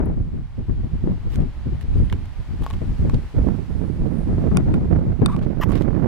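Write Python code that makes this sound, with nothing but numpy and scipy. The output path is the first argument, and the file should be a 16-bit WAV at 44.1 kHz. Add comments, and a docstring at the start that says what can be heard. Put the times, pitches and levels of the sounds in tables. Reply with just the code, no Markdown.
"""A parking lot in gusty wind, heard from a hand-held camera.
Eddies buffet each of the two microphone ports on its own, over the wash of distant traffic.
Shoes scuff and crack grit on the asphalt. The camera shell ticks in the hand, a lever clicks
and squeaks, a finger rubs the housing, and the lens motor whines faintly."""
import sys
import numpy as np
from scipy import signal
from scipy.fft import rfft, irfft, next_fast_len
from scipy.io import wavfile
from scipy.ndimage import uniform_filter1d, map_coordinates

SR = 44100
rng = np.random.default_rng(int(sys.argv[2]) if len(sys.argv) > 2 else 0)


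def store_pcm(level_fs):
    """Save levels as 16-bit WAV."""
    pcm = np.round(np.clip(level_fs, -1, 1) * 32767).astype(np.int16)
    wavfile.write(sys.argv[1], SR, np.atleast_2d(pcm).T)


N = 267687
SIDES = np.array([[.5], [-.5]])  # left and right share of pan_db


def wind(attack_s=0.012, release_s=0.15, rumble_db=-24.5, rumble_growth=0.35, moderate_db=-30):
    """Gusts add their power to the breeze; both ports feel them, but each catches its own eddies."""
    breeze = [(0.0, -38, 5), (0.28, -34, -6), (0.5, -51.5, 0), (0.66, -46, -8), (0.88, -37, -8),
              (1.2, -42, 11), (1.53, -40.5, 1), (1.85, -43, 5), (2.07, -33, 0), (2.22, -38.5, -5),
              (2.35, -48, -12), (2.5, -41.5, 9), (2.78, -40.5, -9), (3.19, -33.5, -1), (3.3, -45, -4),
              (3.5, -44.5, -33), (3.65, -37.5, -25), (4.1, -35.5, -27.5), (4.54, -26, 3.5),
              (5.03, -24.5, -11), (5.16, -35, -27.5), (5.34, -24, -8), (5.55, -35, -30), (6.07, -34.5, -34)]  # time_s, level_db, pan_db
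    gusts = [(-0.004, 0.035, -21.5, 7.5, 0.5), (0.058, 0.073, -24.5, 8.5, 2.5), (0.164, 0.052, -27, 1, 9.5),
             (0.334, 0.061, -29.5, 8, -6), (0.58, 0.041, -25, -0.5, -0.5), (0.681, 0.041, -25.5, 5.5, 5.5),
             (0.76, 0.034, -29.5, 13, 7), (0.831, 0.016, -26.5, 7, 4), (0.934, 0.022, -25.5, 7.5, 8.5),
             (1.034, 0.084, -20.5, 2, -1), (1.247, 0.03, -28.5, -5, 4.5), (1.334, 0.034, -34, -11, 5.5),
             (1.37, 0.066, -21.5, 7.5, 2), (1.658, 0.018, -24.5, 3.5, -8),
             (1.724, 0.0082, -26.5, 11.5, 8.5), (1.834, 0.013, -39, 23.5, 15), (1.879, 0.065, -34.5, 2, 16),
             (1.95, 0.074, -24.5, 4, 10), (2.117, 0.0083, -18.5, -2.5, 2), (2.389, 0.019, -33, 3, 7.5),
             (2.505, 0.054, -36, 11, 8), (2.596, 0.029, -29.5, 12, 10.5), (2.728, 0.042, -33, -8, 9.5),
             (2.81, 0.03, -29, 9, 5), (2.87, 0.044, -29.5, 6.5, 9.5), (2.993, 0.11, -21.5, 2, 6),
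             (3.135, 0.018, -17.5, 3, 5.5), (3.342, 0.021, -29.5, -18, -4.5),
             (3.364, 0.074, -23.5, -11, 6.5), (3.463, 0.041, -19.5, -14, 2),
             (3.534, 0.059, -34.5, -26.5, -9), (3.804, 0.058, -38.5, -26, -8),
             (4.002, 0.05, -27.5, -17, 5.5), (4.279, 0.076, -23, 4.5, -0.5), (4.373, 0.1, -24, -15, -1),
             (4.51, 0.082, -17, 4.5, -10), (4.668, 0.099, -20, -4.5, 0), (4.808, 0.033, -21, 6, -10),
             (4.905, 0.054, -23.5, -21.5, 5), (5.063, 0.015, -21.5, 10.5, 5),
             (5.215, 0.017, -17.5, 11.5, -10), (5.424, 0.02, -24.5, 6, -10), (5.659, 0.11, -29, -19, 4.5)]  # start_s, length_s, level_db, pan_db, rumble_over_buffet_db
    rumble_pan_share = 0.48  # large eddies wrap round the camera
    level_db, pan_db = curves(breeze)
    breeze_db = level_db + SIDES * pan_db
    small_power = amp(breeze_db) ** 2
    large_power = amp(rumble_db + rumble_growth * (breeze_db - moderate_db)) ** 2
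    for start_s, length_s, level_db, pan_db, bass_db in gusts:
        power = (amp(level_db) * envelope(start_s, length_s, attack_s, release_s)) ** 2
        small_power += power * amp(SIDES * pan_db) ** 2
        large_power += power * amp(bass_db + SIDES * rumble_pan_share * pan_db) ** 2
    large, small = slack() * np.sqrt([large_power, small_power])
    left = port(large[0], small[0], rumble_db=-0.5, buffet_db=-1.8, steepness=1.33)
    right = port(large[1], small[1], rumble_db=0.6, buffet_db=-0.5, steepness=1.31)
    return np.array([left, right])


def port(large, small, rumble_db, buffet_db, steepness, lull_db=-40.5, strong_db=-17):
    """Wind at one port from the strengths of large and small eddies: the harder, the brighter."""
    # eddy spectra, large to small: freq_hz, density_db
    rumble_spectrum = [(10, -28), (22, 2.5), (40, 0.5), (70, -0.5), (95, -3.5), (125, -8), (170, -17),
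                       (250, -43.5), (400, -81.5)]
    buffet_spectrum = [(60, -27), (100, -2.5), (135, 3.5), (185, 1.5), (270, -6.5), (380, -15.5),
                       (600, -31), (1500, -70.5)]
    flutter_spectrum = [(170, -11), (300, 12), (420, 6.5), (600, 1), (900, -10.5), (1400, -14), (2000, -21),
                        (3200, -42), (7000, -62), (15000, -71)]
    lull_filter = [(40, 3.5), (65, 0.5), (100, -5.5), (150, -2.5), (250, -17)]  # dulls the rumble in a lull: freq_hz, gain_db
    edge_bite = [(0, -2), (.25, -18), (.9, -18.5), (1.1, -16), (2, -18), (2.8, -23.5), (3.4, -11.5),
                 (4.9, -12), (5.5, -11.5), (5.85, -8), (6.07, -7)]  # wind cutting across the port edges: time_s, flutter_db
    swings = eddies(rumble_spectrum, span_s=0.043, evenness=0.67)
    calm = 1 / (1 + (small / amp(lull_db)) ** 2)
    swings = (1 - calm) * swings + calm * coloured(swings, lull_filter)
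    rumble = large * amp(rumble_db + 2.5 * wobble(18)) * swings
    swirl = eddies(buffet_spectrum, span_s=0.0274, evenness=1.0)
    lumps_db = 3 * wobble(60)
    buffet = small * amp(buffet_db + lumps_db) * swirl
    # fine turbulence spurts on the crests of larger eddies
    spurts = unit(noise(flutter_spectrum) * (.25 + np.abs(swirl)) * amp(lumps_db + 2.4 * wobble(120)))
    flutter = amp(strong_db + curves(edge_bite)[0]) * (small / amp(strong_db)) ** steepness * spurts
    return rumble + buffet + flutter


def eddies(spectrum, span_s, evenness):
    """Pressure swings of rms 1, their strength evened out over span_s."""
    swings = noise(spectrum)
    power = np.abs(uniform_filter1d(swings ** 2, int(span_s * SR))) + 1e-4
    evened = swings / power ** (evenness / 2)
    return unit(coloured(evened, [(8, -20.0), (20, -2.0), (1500, 7.0), (4000, -51.5)]))


def slack():
    """Gain of the wind as it drops briefly between gusts."""
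    drops = [(0.493, 0.066, -2), (0.665, 0.03, -2), (0.895, 0.04, -3), (0.98, 0.031, -5.5),
             (1.195, 0.06, -0.5), (1.537, 0.05, -9), (1.78, 0.05, 0.5), (2.314, 0.084, -3.5),
             (2.445, 0.05, -5), (2.681, 0.05, -5), (3.308, 0.048, -7.5), (3.666, 0.075, -5.5),
             (5.181, 0.047, -6)]  # centre_s, length_s, gain_db
    t = np.arange(N) / SR
    return amp(sum(db * np.exp(-((t - centre_s) / (length_s / 2)) ** 2)
                   for centre_s, length_s, db in drops))


def puffs(swirl_db=-6, push_db=2, push_s=0.00061, fall_30db_s=0.035, attack_s=0.0015):
    """A sharp eddy hits each port with one push or suck, then breaks up."""
    hits = [(0.07, -21.5, 6), (0.593, -32.5, 2), (0.835, -29, 3), (0.945, -43, 4), (1.074, -13.5, 15.5),
            (1.267, -28, -10), (1.394, -19.5, 1), (1.956, -23, 18), (2.603, -44, 7), (2.817, -18, 4.5),
            (3.05, -17, -9), (3.143, -17.5, -4), (3.387, -18.5, -24), (3.444, -21, -20.5),
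            (3.471, -20, -21), (3.815, -19, -29), (4.058, -20, -21), (4.382, -17, 10), (4.44, -16, -10),
            (4.666, -21, -4), (4.912, -14.5, -18), (4.987, -19.5, -33), (5.219, -9.5, 25),
            (5.502, -20, -32)]  # start_s, level_db, pan_db
    swirl_spectrum = [(100, -18.5), (250, 12), (450, 17.5), (700, -3), (1200, -15.5), (2200, -22),
                      (4000, -37), (9000, -68.5)]  # freq_hz, density_db
    out, t = np.zeros((2, N)), np.arange(SR // 10) / SR
    u = t / push_s
    push = u * u * (3 - u) * np.exp(-u)
    for start_s, level_db, pan_db in hits:
        swirl = coloured(rng.standard_normal((2, len(t))), swirl_spectrum)
        swirl *= amp(-30 * t / fall_30db_s) * (1 - np.exp(-t / attack_s))
        swirl /= np.abs(swirl).max(axis=1, keepdims=True)
        polarity = rng.choice([-1, 1], (2, 1))
        puff = amp(swirl_db) * swirl + amp(push_db) * polarity * push / push.max()
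        add(out, start_s, amp(level_db) * puff / np.mean(amp(SIDES * pan_db)), pan_db)
    return out


def grit(crack_t60_s=0.0048, crumble_db=-16, crumble_t60_s=0.056, stone_db=8, stone_width=0.27):
    """Stones knock, crack and crumble under a shoe, each at its own pitch. The row at 3.144 s is instead a
    sharp crackle as a hard wind puff strikes."""
    stones = [(1.3244, 1100, -53, 6500, -39, -2), (1.339, 1200, -50, 11000, -42, 0),
              (1.358, 1500, -34, 8500, -29, 2), (1.4022, 1300, -50, 13000, -43, 0),
              (1.406, 1300, -50, 13000, -43, 1), (1.811, 1750, -35, 9500, -33, -4),
              (2.099, 1970, -27, 3250, -30, -3), (2.1263, 990, -23, 2700, -22, 0.5),
              (2.256, 1030, -50, 4900, -39, 6), (3.144, 870, -34, 4000, -25, 7)]  # start_s, knock_hz, knock_db, crack_hz, crack_db, pan_db
    stone_spectrum = [(600, -24), (1500, 8), (3200, 8), (5000, -4), (9000, -6), (13000, -6), (16000, -25)]  # freq_hz, density_db
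    out, t = np.zeros((2, N)), np.arange(SR // 12) / SR
    decay = amp(-60 * t / crack_t60_s) + amp(crumble_db - 60 * t / crumble_t60_s)
    for start_s, knock_hz, knock_db, crack_hz, crack_db, pan_db in stones:
        burst = rng.standard_normal((2, len(t))) * decay
        burst = filtered(burst, lambda hz: 1 + amp(stone_db) / (1 + 1j * (hz / crack_hz - 1) / stone_width))
        crack = spread(*coloured(burst, stone_spectrum))
        modes = [(knock_hz, .14 * knock_hz, 0), (1.7 * knock_hz, .2 * knock_hz, -8)]
        knock = resonate(amp(-60 * t / .0004), modes)
        add(out, start_s, at_peak(crack, crack_db) + at_peak(knock, knock_db), pan_db)
    return out


def scuffs(grain_db=3.0, grain_hz=507.0):
    """Soles drag over loose grit."""
    drags = [(1.298, 0.029, -53, 0.5, 3), (1.321, 0.05, -47, 2, 2), (1.414, 0.014, -50, 0, -0.5),
             (1.808, 0.025, -52, -2, 1), (1.921, 0.1, -53, -3, 1), (2.124, 0.018, -56, 0, 2),
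             (2.612, 0.11, -50, 0, 0), (2.73, 0.019, -42, -1, -0.5), (5.314, 0.022, -52, 0, 3.5),
             (5.41, 0.05, -46, -0.5, -1.5), (5.708, 0.055, -39, -11, -4), (5.75, 0.045, -40, -10, -1.5),
             (5.784, 0.06, -50.5, -3, 2.5)]  # start_s, length_s, level_db, pan_db, tilt_db_per_oct
    sole_spectrum = [(300, 13), (1000, 8.5), (1500, 7.5), (3000, 3.5), (5000, -4.5), (9000, -15.5),
                     (13000, -14), (16000, -23)]  # freq_hz, density_db
    out = np.zeros((2, N))
    for start_s, length_s, level_db, pan_db, tilt in drags:
        n = int(length_s * SR)
        grains = rng.standard_normal((2, n)) * amp(grain_db * wobble(grain_hz)[:n])
        scuff = unit(tilted(spread(*coloured(grains, sole_spectrum)), tilt))
        add(out, start_s, amp(level_db) * scuff * signal.windows.tukey(n, .5), pan_db)
    return out


def grip(crack_t60_s=0.0085):
    """The shell gives under the hand in ticks, dull or sharp, all with the same hollow ring."""
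    ticks = [(2.623, -33, -40, 1, 4), (2.636, -33, -35, 6, 4), (2.641, -29, -33, 1, 7),
             (2.647, -34, -49, 3, 0), (2.6644, -17, -33, 3, 4), (2.702, -37, -31, 4, 1),
             (2.7044, -27.5, -42, 4, 0), (2.709, -27, -27.5, -1, -1), (2.731, -40, -36, -1, 3),
             (2.7373, -35, -32, 1, -3), (3.097, -25, -30, 0, -1), (5.3645, -24, -30, 0, 0),
             (5.392, -42, -35, -4, -5), (5.6352, -19, -26, 0, 1), (5.687, -40, -42, 0, 8),
             (5.693, -40, -40, 0, 8), (5.7004, -34, -36, -6, 6), (5.7076, -25, -34, -7, -1),
             (5.719, -34, -32, -10, 5), (5.7226, -27, -30, -9, -3), (5.7295, -35, -35, -8, 1),
             (5.7553, -29, -25.5, -4, 2), (5.8145, -43, -36, -3, 0), (5.8216, -41, -33, -6, -3)]  # start_s, ring_db, crack_db, pan_db, tilt_db_per_oct
    shell_modes = [(913, 5.5, 0.012), (1090, 0.5, 0.039), (1380, -10, 0.014)]  # freq_hz, level_db, t60_s
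    crack_spectrum = [(600, -6), (1500, 4), (3200, 11), (5000, -3.5), (9000, -6.5), (16000, -14)]  # freq_hz, density_db
    out, t = np.zeros((2, N)), np.arange(SR // 20) / SR
    ring = sum(amp(db - 60 * t / t60_s) * np.sin(2 * np.pi * hz * t) for hz, db, t60_s in shell_modes)
    for start_s, ring_db, crack_db, pan_db, tilt in ticks:
        burst = rng.standard_normal((2, len(t))) * amp(-60 * t / crack_t60_s)
        crack = tilted(spread(*coloured(burst, crack_spectrum)), tilt)
        add(out, start_s, at_peak(ring, ring_db) + at_peak(crack, crack_db), pan_db)
    return out


def clicks(snap_db=-9, snap_t60_s=0.01, lever_hz=3600, attack_s=0.000096, lag_s=0.00019):
    """A lever snaps against the housing and its spring pings; the right port hears the housing later."""
    snaps = [(0.058, -57, -3, 30, 9800, -10), (4.571, -24, 1, 1, 9000, -3), (4.741, -36, -3, -2.5, 8750, 0),
             (5.2604, -22, 2.5, 0.5, 8570, 8)]  # start_s, level_db, pan_db, tilt_db_per_oct, spring_hz, lever_db
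    housing_modes = [(1130, 2.5, 0.017, 7), (1387, 3.5, 0.025, -3), (1970, -13, 0.0066, 3),
                     (2480, 3, 0.015, -6), (2840, -4, 0.012, -3), (4100, -9, 0.007, -6.5),
                     (4630, -7.5, 0.014, 0), (5600, -14, 0.012, 0), (6970, -6, 0.008, -5),
                     (9400, -3, 0.0035, -9), (10500, -7, 0.005, 0), (11560, -15, 0.006, 0),
                     (13100, -10, 0.005, 2)]  # freq_hz, level_db, t60_s, pan_db
    out, t = np.zeros((2, N)), np.arange(SR // 20) / SR

    def ring(hz, db, t60_s, pan_db):
        return amp(db + SIDES * pan_db - 60 * t / t60_s) * np.sin(2 * np.pi * (hz * t + rng.random()))

    for start_s, level_db, pan_db, tilt, spring_hz, lever_db in snaps:
        housing = sum(ring(*mode) for mode in housing_modes)
        left, right = housing + ring(lever_hz, lever_db, t60_s=0.013, pan_db=0)
        body = np.array([left, np.interp(t - lag_s, t, right)])
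        spring = ring(spring_hz, 0, t60_s=0.0098, pan_db=3)
        snap = coloured(rng.standard_normal((2, len(t))), [(1200, 20.0), (9500, 6), (13000, -4)])
        snap *= amp(snap_db - 60 * t / snap_t60_s)
        click = tilted((body + spring + snap) * (1 - np.exp(-t / attack_s)), tilt)
        onset_rms = np.sqrt(np.mean(click[:, :SR // 125] ** 2))
        add(out, start_s, amp(level_db) * click / onset_rms, pan_db)
    return out


def squeak(start_s=5.284, length_s=0.0674, level_db=-37, attack_s=0.0047, release_s=0.025):
    """The sliding lever chatters and scrapes; a higher tone beats against it as it first catches."""
    pitch = [(5.28, 1130), (5.295, 1105), (5.305, 987), (5.318, 1090), (5.333, 1170), (5.347, 1097),
             (5.36, 990)]  # time_s, pitch_hz
    scrape_modes = [(1120, 110, 6), (2400, 280, -11), (3620, 190, -13), (8800, 550, -23)]  # freq_hz, width_hz, level_db
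    catch_hz, catch_db, catch_s = 1420, -3, 0.011
    jitter, scrape_db, grain_db = 0.044, -5, 3

    def chatter(hz):
        return unit(np.sin(2 * np.pi * np.cumsum(hz * (1 + jitter * wobble(270))) / SR))

    tone = chatter(curves(pitch)[0])
    tone += amp(catch_db) * envelope(start_s, catch_s, attack_s, release_s) * chatter(catch_hz)
    scrape = unit(spread(*resonate(rng.standard_normal((2, N)), scrape_modes)))
    roughness = unit(amp(grain_db * wobble(300)))
    slide = amp(level_db) * envelope(start_s, length_s, attack_s, release_s)
    return slide * (roughness * tone + amp(scrape_db) * scrape)


def rub(start_s=5.611, length_s=0.028, creak_db=-33, swell_db_per_s=310, fizz_db=-39.5):
    """A finger sticks and slips on the housing, pressing harder until it lets go: a dry creak."""
    creak_modes = [(1110, 134, 11.5), (1720, 130, 4.5), (1960, 240, 4), (2700, 520, -3.5),
                   (5500, 1300, -21)]  # freq_hz, width_hz, level_db
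    fizz_spectrum = [(1200, -15), (2000, 14.5), (3200, 6.5), (4000, -15), (5600, 0), (7400, -4),
                     (8500, -13), (11000, -6), (12700, 2), (15500, -6), (16500, -20)]  # freq_hz, density_db
    slip_hz, scatter, attack_s = 900, 0.4, 0.0022
    slip_s = np.cumsum(np.exp(scatter * rng.standard_normal(N // 20)) / slip_hz)
    slips = np.bincount((slip_s[slip_s < N / SR] * SR).astype(int), minlength=N)[:N]
    drag = slips - slips.mean() + 0.026 * rng.standard_normal(N)
    press_db = creak_db + swell_db_per_s * np.clip(np.arange(N) / SR - start_s, 0, length_s)
    creak_gain = amp(press_db) * envelope(start_s, length_s, attack_s, release_s=.012)
    fizz_gain = amp(fizz_db) * envelope(start_s, length_s, attack_s, release_s=.035)
    return creak_gain * unit(resonate(drag, creak_modes)) + fizz_gain * unit(coloured(drag, fizz_spectrum))


def lens(attack_s=.16, release_s=.6):
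    """The focus motor's airy whine swells and fades with each run."""
    runs = [(1.92, 0.13, -68.5, 9550, 750), (3.72, 0.22, -70, 9100, 150), (4.103, 0.099, -65.5, 9130, 90),
            (4.3, 0.3, -82, 9150, 120)]  # start_s, length_s, level_db, pitch_hz, width_hz
    out = np.zeros((2, N))
    for start_s, length_s, level_db, pitch_hz, width_hz in runs:
        white = rng.standard_normal((2, N))
        whine = unit(filtered(white, lambda hz: 1 / (1 + ((hz - pitch_hz) / width_hz) ** 2)))
        out += amp(level_db) * envelope(start_s, length_s, attack_s, release_s) * whine
    return out


def traffic():
    """Far traffic: a soft wash, swells of tyre noise and a thin hiss of open air."""
    tyre_levels = [(0, -77), (.7, -66.5), (1.35, -64.5), (1.85, -62), (2.4, -63), (3.5, -64), (4.2, -72),
                   (6.07, -73)]  # time_s, level_db
    air_levels = [(0, -55, -70.5), (.5, -55, -70.5), (1.1, -51, -67), (2.3, -49.5, -64.5),
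                  (3, -47.5, -60.5), (4.1, -50.5, -64.5), (4.45, -48, -62), (5, -51.5, -67.5),
                  (6.07, -50.5, -67.5)]  # time_s, wash_db, hiss_db
    # freq_hz, density_db
    tyre_spectrum = [(900, -16), (1900, -3), (3000, 4.5), (4300, -2.5), (5500, -10.5), (9000, -29)]
    wash_spectrum = [(60, 9.5), (200, -10.5), (450, -4.5), (800, 0.5), (1300, -4.5), (2200, -7),
                     (3200, -13.5), (4500, -18), (6500, -30), (12000, -53)]
    hiss_spectrum = [(2500, -4.5), (4500, 3), (6500, -1.5), (9000, -3), (12000, -9), (16000, -12)]
    layers = zip(curves(tyre_levels) + curves(air_levels), [tyre_spectrum, wash_spectrum, hiss_spectrum])
    return sum(amp(db) * spread(noise(spectrum), noise(spectrum)) for db, spectrum in layers)


def amp(db):
    """Decibels to gain."""
    return 10 ** (np.asarray(db) / 20)


def unit(x):
    """x scaled to rms 1."""
    return x / np.sqrt(np.mean(x ** 2) + 1e-20)


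def at_peak(x, db):
    """x scaled to a peak of db."""
    return amp(db) * x / np.abs(x).max()


def along(points, hz):
    """(freq_hz, value) points interpolated on a log axis."""
    freq_hz, values = np.transpose(points)
    return np.interp(np.log(hz + 1), np.log(freq_hz + 1), values)


def curves(rows):
    """One value per sample for each column after time_s."""
    time_s, *columns = np.transpose(rows)
    return [np.interp(np.arange(N) / SR, time_s, column) for column in columns]


def wobble(rate_hz):
    """Smooth random curve, rate_hz knots a second."""
    knots = rng.standard_normal(int(N * rate_hz / SR) + 4)
    return map_coordinates(knots, [np.arange(N) * rate_hz / SR])


def envelope(start_s, length_s, attack_s, release_s):
    """Rise centred on start_s, hold, then a fall of 60 dB per release_s."""
    t = np.arange(N) / SR - start_s
    return np.clip(t / attack_s + .5, 0, 1) * amp(-60 * np.clip((t - length_s) / release_s, 0, 2))


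def filtered(x, response):
    """x through a complex frequency response."""
    n = x.shape[-1]
    padded = next_fast_len(n + SR // 5)
    return irfft(rfft(x, padded) * response(np.fft.rfftfreq(padded, 1 / SR)), padded)[..., :n]


def coloured(x, spectrum):
    """x through a (freq_hz, gain_db) spectrum."""
    return filtered(x, lambda hz: amp(along(spectrum, hz)))


def tilted(x, db_per_oct):
    """x made brighter or duller by a slope from 1 to 12 kHz."""
    return filtered(x, lambda hz: amp(db_per_oct * np.log2(np.clip(hz, 1000, 12000) / 1000)))


def resonate(x, modes):
    """x through (freq_hz, width_hz, level_db) resonances of alternating sign."""
    return filtered(x, lambda hz: sum(
        (-1) ** k * amp(db) * np.sqrt(mode_hz * hz) * width / (mode_hz ** 2 - hz ** 2 + 1j * hz * width)
        for k, (mode_hz, width, db) in enumerate(modes)))


def noise(spectrum):
    """Coloured noise of rms 1."""
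    return unit(coloured(rng.standard_normal(N), spectrum))


def spread(a, b):
    """Two unrelated signals as a stereo pair, most alike in the low mids."""
    likeness = [(100, 0.37), (700, 0.97), (1500, 0.67), (3100, 0.19), (6800, 0.056), (15000, .1)]  # left to right: freq_hz, correlation
    angle = lambda hz: np.arccos(along(likeness, hz)) / 2
    mid = filtered(a, lambda hz: np.cos(angle(hz)))
    side = filtered(b, lambda hz: np.sin(angle(hz)))
    return np.array([mid + side, mid - side])


def add(out, start_s, sound, pan_db):
    """Mix a short sound into the stereo track; positive pan_db is left."""
    part = out[:, max(round(start_s * SR), 0):][:, :sound.shape[-1]]
    part += (sound * amp(SIDES * pan_db))[:, :part.shape[1]]


def scene():
    """All sources at the two ports, with no walls near enough to echo."""
    return wind() + puffs() + traffic() + grit() + scuffs() + grip() + clicks() + squeak() + rub() + lens()


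def record(dry):
    """The camera clips at full scale and cuts the top treble."""
    cutoff_hz = 15700
    return filtered(np.clip(dry, -1, 1), lambda hz: 1 / np.sqrt(1 + (hz / cutoff_hz) ** 120))


dry = scene()
out = record(dry)
store_pcm(out)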